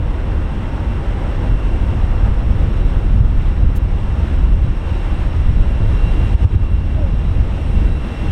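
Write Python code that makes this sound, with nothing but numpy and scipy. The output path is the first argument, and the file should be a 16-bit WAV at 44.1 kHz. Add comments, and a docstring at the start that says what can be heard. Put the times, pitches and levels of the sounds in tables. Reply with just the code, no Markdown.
"""A distant twin-engine airliner runs along a runway: its exhaust is shaped noise, roaring dully.
Over it lie two fans' blade tones and thin turbine tones, wavering as turbulent air scatters them.
Wind eddies rumble and flutter on the microphone as band-shaped noise; hard buffets are short pressure swings.
A brief buzz of ticks, a faint falling whistle and white microphone hiss are added.
The recorder's limiter ducks everything under the hardest buffets."""
import sys
import numpy as np
from scipy import signal
from scipy.fft import rfft, irfft, next_fast_len
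from scipy.io import wavfile
from scipy.ndimage import uniform_filter1d, minimum_filter1d

SR = 44100
rng = np.random.default_rng(int(sys.argv[2]) if len(sys.argv) > 2 else 0)


def pcm_store(signal):
    """Save signal as 16-bit PCM."""
    levels = np.round(np.clip(np.atleast_2d(signal), -1, 1) * 32767)
    wavfile.write(sys.argv[1], SR, levels.astype(np.int16).T)


N = 366471
TIME = np.arange(N) / SR  # s

# Exhaust mixing roar, fan rush and engine hiss: (frequency [Hz], relative spectral level [dB])
ROAR_SPECTRUM = [(60, 3), (150, 4.5), (250, 9), (340, 7), (420, 1), (500, 3), (700, -2), (1000, -3.5),
                 (1500, -7.5), (2100, -13.5), (3000, -34.5), (5000, -46)]
RUSH_SPECTRUM = [(1200, -9), (2000, 0), (2450, -0.5), (2900, 0), (3500, -4), (4200, -11.5), (4900, -18),
                 (6000, -20.5), (8000, -36)]
HISS_SPECTRUM = [(3500, -22), (5000, 5.5), (6300, 1.5), (7400, 0.5), (8200, 4), (9200, -4), (10000, -6),
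                 (11000, -12.5), (12200, -14), (12850, -7), (13300, -13.5), (16000, -15.5)]
# How well the moving air carries the engine noise: (time [s], relative level [dB])
AIR_CARRY = [(0, -1.5), (1.1, 1.5), (2.0, 1.5), (2.25, 0.1), (3.0, 0.8), (3.2, -2.8), (3.5, -1), (3.8, -3),
             (4.25, 1.5), (4.6, -2.5), (4.9, 1.5), (5.8, 0.5), (6.43, 4), (6.68, -3), (7.42, -1.8),
             (7.72, 3), (7.97, 0.1), (8.3, 4.5)]
# Engine layers: (level at mid-run [dB], share of the carry [1], trend as the aircraft turns side-on [dB/s])
ROAR_LAW = (-30.5, 0.72, -0.32)
RUSH_LAW = (-45, 0.83, .08)
HISS_LAW = (-61, 1, .12)
# Whine of the two fans: (time [s], first fan level [dB], second fan level [dB])
FAN_WHINE = [(0, -54, -62.5), (1.35, -59, -56.5), (1.65, -52.5, -51.5), (2.2, -57.5, -59.5),
             (4.5, -55, -60), (5.05, -55.5, -50), (5.6, -56.5, -57), (6.05, -60, -43.5), (6.35, -54, -45),
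             (6.6, -52, -53.5), (7.2, -59, -56.5), (7.7, -52, -50.5), (8.3, -47.5, -56)]
# Blade-passing harmonics: (relative line level [dB], relative skirt level [dB], skirt width [Hz])
BLADE_HARMONICS = [(0, -4.5, 95), (-15.5, -12.5, 190), (-20.5, -17, 280), (-46.5, -24, 500)]
# Thin turbine tones before the swell:
# (frequency [Hz], level at the start [dB], level at the end [dB], line width [Hz])
TURBINE_TONES = [(806, -53, -51.5, 4), (916, -48.5, -57, 4), (3888, -67, -58.5, 6), (8722, -81, -86, 8),
                 (9261, -78, -73, 12), (9378, -81, -78.5, 11)]
# Large and small wind eddies on the microphone: (frequency [Hz], relative spectral level [dB])
RUMBLE_SPECTRUM = [(8, -5.5), (18, -10), (28, 1.5), (48, 0.5), (62, -2), (80, -5), (100, -9.5), (130, -17),
                   (200, -43.5), (400, -85)]
FLUTTER_SPECTRUM = [(50, -17), (85, 2), (110, -1.5), (150, -3.5), (200, -6.5), (280, -17), (450, -24.5),
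                    (1000, -57)]
# Strength of the wind on the microphone: (time [s], rumble level before trim [dB])
WIND_STRENGTH = [(0, -16.5), (0.33, -14.5), (0.55, -19.5), (1.0, -19.5), (1.5, -14), (2.55, -12),
                 (3.75, -12.5), (4.05, -17), (4.45, -10), (4.85, -16.9), (5.5, -11.5), (6.5, -13),
                 (6.95, -15), (7.38, -11.5), (7.6, -20.5), (7.82, -9.5), (8.14, -25.5), (8.3, -19.5)]
# Single gusts that stir up small eddies: (time [s], lift of the flutter [dB])
WIND_GUSTS = [(0.12, 3.5), (1.46, 7), (2.62, 3.5), (3.09, 3.5), (3.21, 5), (3.64, 4), (4.24, 2.5),
              (5.3, 1.5), (6.06, 4.5), (6.45, 11), (6.55, 7), (7.02, 6.5), (7.79, 3.5), (8.27, 8.5)]
# Hard buffets, ahead of the limiter: (time [s], peak level [dB], eddy frequency [Hz])
WIND_BUFFETS = [(3.212, 1.5, 90), (3.635, 0, 75), (3.668, 1.5, 40), (6.354, 7, 60), (6.456, 8.5, 80),
                (6.562, 5.5, 70)]

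FAN_HZ, SECOND_FAN_HZ = 2722, 2758
ROAR_PATCH_DB, ROAR_PATCH_HZ = 1.0, 4  # rms swell of each roar band, corner of its spectrum
SHRILL_HZ, SHRILL_FOLLOWS = 9000, .55
FLUTTER_DB, FLUTTER_FOLLOWS = -26, 0.49  # level at the mean wind, share of the wind's swing
RUMBLE_LUMP_DB, FLUTTER_LUMP_DB, LUMP_HZ = 1.5, 2.08, 7.6  # rms lumps within the wind, their corner
GUST_S, GUST_RUMBLE_SHARE = 0.086, 0.43
BUFFET_S = 0.013
BUZZ_AT_S, BUZZ_S, BUZZ_DB = 3.767, .022, -23.5  # level: tick height before the high-pass
BUZZ_TICKS_PER_S, BUZZ_SLOWS_PER_S2 = 908, 1700  # rate at the middle of the buzz, its fall
WHISTLE_AT_S, WHISTLE_S, WHISTLE_DB = 7.035, .13, -34
WHISTLE_HZ, WHISTLE_FALL_HZ_PER_S = 572, 1300  # pitch at the middle of the whistle, its fall
WHISTLE_RUSH_DB, WHISTLE_RUSH_HZ, WHISTLE_RUSH_WIDTH_HZ = -40, 850, 175
MIC_HISS_DB = -74
LIMITER_CEILING_DB, LIMITER_RELEASE_DB_PER_S = -1.2, 95
CUTOFF_HZ = 15900


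def jet_noise(carry_db, flicker_db=0.76, flicker_hz=8):
    """Broadband turbulence noise: roar, rush and hiss share one flicker in the moving air, the roar least."""
    air_db = flicker_db * drift(flicker_hz)
    roar_db = follow(ROAR_LAW, carry_db) + .6 * air_db
    rush_db = follow(RUSH_LAW, carry_db) + air_db
    hiss_db = follow(HISS_LAW, carry_db) + air_db
    roar = from_db(roar_db) * patchy(coloured(ROAR_SPECTRUM))
    rush = from_db(rush_db) * coloured(RUSH_SPECTRUM)
    hiss = from_db(hiss_db) * coloured(HISS_SPECTRUM)
    return roar + rush + hiss


def patchy(remainder, count=7):
    """Refraction: the air bends each band below 2 kHz towards the microphone and away, at random."""
    out = 0
    for edge_hz in np.geomspace(250, 2000, count):
        lowpass = signal.butter(4, edge_hz, fs=SR, output="sos")
        band = signal.sosfiltfilt(lowpass, remainder)
        out = out + band * from_db(ROAR_PATCH_DB * drift(ROAR_PATCH_HZ))
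        remainder = remainder - band
    return out + remainder


def follow(law, carry_db):
    """Propagation law: an engine layer's level follows the air's carry and the aircraft's progress."""
    mid_db, share, db_per_s = law
    return mid_db + share * carry_db + db_per_s * (TIME - TIME.mean())


def fans(carry_db, line_hz=6, scatter_law=(-55.3, .9, .25)):
    """Blade-passing harmonics of two fans slightly apart in speed, in skirts scattered by the turbulent jet."""
    scatter_db = follow(scatter_law, carry_db)  # for the skirts and the upper harmonics
    out = 0
    for blade_hz, whine_db in zip((FAN_HZ, SECOND_FAN_HZ), in_time(FAN_WHINE)):
        phase = turn(blade_hz * (1 + .0008 * drift(1.5)))
        for order, (line_db, skirt_db, skirt_hz) in enumerate(BLADE_HARMONICS, 1):
            level_db = whine_db if order == 1 else scatter_db
            line = scattered(order * phase, line_hz * order, steady=3 / order)
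            skirt = scattered(order * phase, skirt_hz)
            out = out + from_db(line_db + level_db) * line
            out = out + from_db(skirt_db + scatter_db) * skirt
    return out


def turbines(carry_db, wander=0.000402, skirt_db=-7):
    """Rotor tones broadened by scattering: most swell with the air's carry, the shrillest also with the fans."""
    whine_db = np.maximum(*in_time(FAN_WHINE))  # the louder fan
    shrill_db = SHRILL_FOLLOWS * (whine_db - whine_db.mean() + carry_db)
    out = 0
    for hz, start_db, end_db, width_hz in TURBINE_TONES:
        phase = turn(hz * (1 + wander * drift(1)))
        line = scattered(phase, width_hz, steady=1.3)
        skirt = from_db(skirt_db) * scattered(phase, 0.0074 * hz)
        swell_db = shrill_db if hz > SHRILL_HZ else carry_db
        level_db = start_db + (end_db - start_db) * TIME / TIME[-1] + swell_db
        out = out + from_db(level_db) * (line + skirt)
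    return out


def wind(rumble_trim_db=-0.2):
    """Turbulent pressure on the microphone: large eddies rumble, small ones flutter, buffets swing briefly."""
    wind_db, = in_time(WIND_STRENGTH)
    gust_db = sum(lift_db * bump(s, GUST_S) for s, lift_db in WIND_GUSTS)
    lumps = drift(LUMP_HZ)
    rumble_db = wind_db + rumble_trim_db + GUST_RUMBLE_SHARE * gust_db + RUMBLE_LUMP_DB * lumps
    flutter_db = FLUTTER_DB + FLUTTER_FOLLOWS * (wind_db - wind_db.mean())
    flutter_db = flutter_db + gust_db + FLUTTER_LUMP_DB * lumps
    rumble = from_db(rumble_db) * evened(coloured(RUMBLE_SPECTRUM), seconds=.14)
    flutter = from_db(flutter_db) * evened(coloured(FLUTTER_SPECTRUM), seconds=0.11)
    out = rumble + flutter
    # the largest ordinary eddies are rounded off
    out /= (1 + (out / .85) ** 4) ** (1 / 4)
    # each buffet takes the place of the ordinary eddies around its peak
    for s, peak_db, eddy_hz in WIND_BUFFETS:
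        shape = bump(s, BUFFET_S)
        swing = from_db(peak_db) * np.cos(2 * np.pi * eddy_hz * (TIME - s))
        out = out * (1 - shape) + shape * swing
    return out


def buzz(edge_hz=4000):
    """Impulse train: a quick run of slowing ticks swells and dies, high-passed to leave the treble."""
    rate = np.maximum(BUZZ_TICKS_PER_S - BUZZ_SLOWS_PER_S2 * (TIME - BUZZ_AT_S), 0)
    impulses = np.diff(np.floor(np.cumsum(rate) / SR), prepend=0)
    ticks = impulses * from_db(BUZZ_DB) * bump(BUZZ_AT_S, BUZZ_S)
    highpass = signal.butter(4, edge_hz, "high", fs=SR, output="sos")
    return signal.sosfilt(highpass, ticks + 1e-18)


def whistle():
    """Frequency glide: a short, slightly rough tone slides down under a puff of narrow-band rush."""
    hz = WHISTLE_HZ - WHISTLE_FALL_HZ_PER_S * (TIME - WHISTLE_AT_S)
    tone = from_db(WHISTLE_DB) * scattered(turn(hz), 25, steady=4)
    rush_phase = 2 * np.pi * WHISTLE_RUSH_HZ * TIME
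    rush = from_db(WHISTLE_RUSH_DB) * scattered(rush_phase, WHISTLE_RUSH_WIDTH_HZ)
    return bump(WHISTLE_AT_S, WHISTLE_S) * (tone + rush)


def microphone_hiss():
    """Self-noise: a steady white noise of equal power at all frequencies."""
    return from_db(MIC_HISS_DB) * rng.standard_normal(N)


def limiter(x):
    """Peak limiting: gain drops just ahead of any peak over the ceiling, then climbs back."""
    over_db = np.maximum(20 * np.log10(np.abs(x) + 1e-9) - LIMITER_CEILING_DB, 0)
    recovery_db = LIMITER_RELEASE_DB_PER_S * TIME
    held_db = np.maximum.accumulate(over_db + recovery_db) - recovery_db
    early_db = minimum_filter1d(-held_db, size=200)  # window centred, so it looks ahead
    return x * from_db(uniform_filter1d(early_db, size=200))


def scattered(phase, width_hz, steady=0):
    """Turbulent scattering: a tone keeps a steady part and gains a part of random strength and phase."""
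    in_phase = (steady + drift(width_hz)) * np.sin(phase)
    quadrature = drift(width_hz) * np.cos(phase)
    return rms_one(in_phase + quadrature)


def turn(hz):
    """Phase is the time integral of a moving frequency."""
    return 2 * np.pi * np.cumsum(hz) / SR


def drift(corner_hz):
    """Random modulation: low-passed noise of rms 1, its amplitude spectrum halved at the corner."""
    return noise(lambda hz: 1 / (1 + (hz / corner_hz) ** 2))


def coloured(spectrum):
    """Spectral shaping: noise through points on a log-frequency axis, falling away beyond both ends."""
    points_hz, db = np.transpose(spectrum)

    def gain_at(hz):
        inside = from_db(np.interp(np.log(hz), np.log(points_hz), db))
        ends = np.minimum(hz / points_hz[0], 1) * np.minimum(points_hz[-1] / hz, 1)
        return inside * ends ** 2

    return noise(gain_at)


def noise(gain_at):
    """Filtering in frequency: white noise takes the amplitude spectrum gain_at(Hz), at rms 1."""
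    size = next_fast_len(N)
    white = rfft(rng.standard_normal(size))
    hz = np.maximum(np.arange(len(white)) * SR / size, 1e-3)
    return rms_one(irfft(white * gain_at(hz), size)[:N])


def evened(x, seconds):
    """Envelope division: noise is divided by its running rms, taking out its own slow swells."""
    return x / np.sqrt(uniform_filter1d(x ** 2, int(seconds * SR)) + 1e-9)


def bump(s, length):
    """Gaussian envelope around one moment, at 1/e half a length to either side."""
    return np.exp(-np.minimum((2 * (TIME - s) / length) ** 2, 50))


def in_time(rows):
    """Linear interpolation of a table's columns at every sample."""
    s, *columns = np.transpose(rows)
    return [np.interp(TIME, s, c) for c in columns]


def from_db(db):
    """Amplitude ratio of a level in decibels."""
    return 10 ** (np.asarray(db) / 20)


def rms_one(x):
    """Normalisation to unit root-mean-square amplitude."""
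    return x / np.sqrt(np.mean(x ** 2) + 1e-20)


def scene():
    """Superposition: the airliner far off, the wind close by and the small sounds simply add."""
    carry_db, = in_time(AIR_CARRY)
    airliner = jet_noise(carry_db) + fans(carry_db) + turbines(carry_db)
    return (airliner + wind() + buzz() + whistle() + microphone_hiss())[None]


def record(dry):
    """Recording chain: the limiter holds the buffets, then a steep low-pass cuts the top."""
    lowpass = signal.ellip(10, .1, 90, CUTOFF_HZ, fs=SR, output="sos")
    return signal.sosfilt(lowpass, limiter(dry[0]))[None]


dry = scene()
out = record(dry)
pcm_store(out)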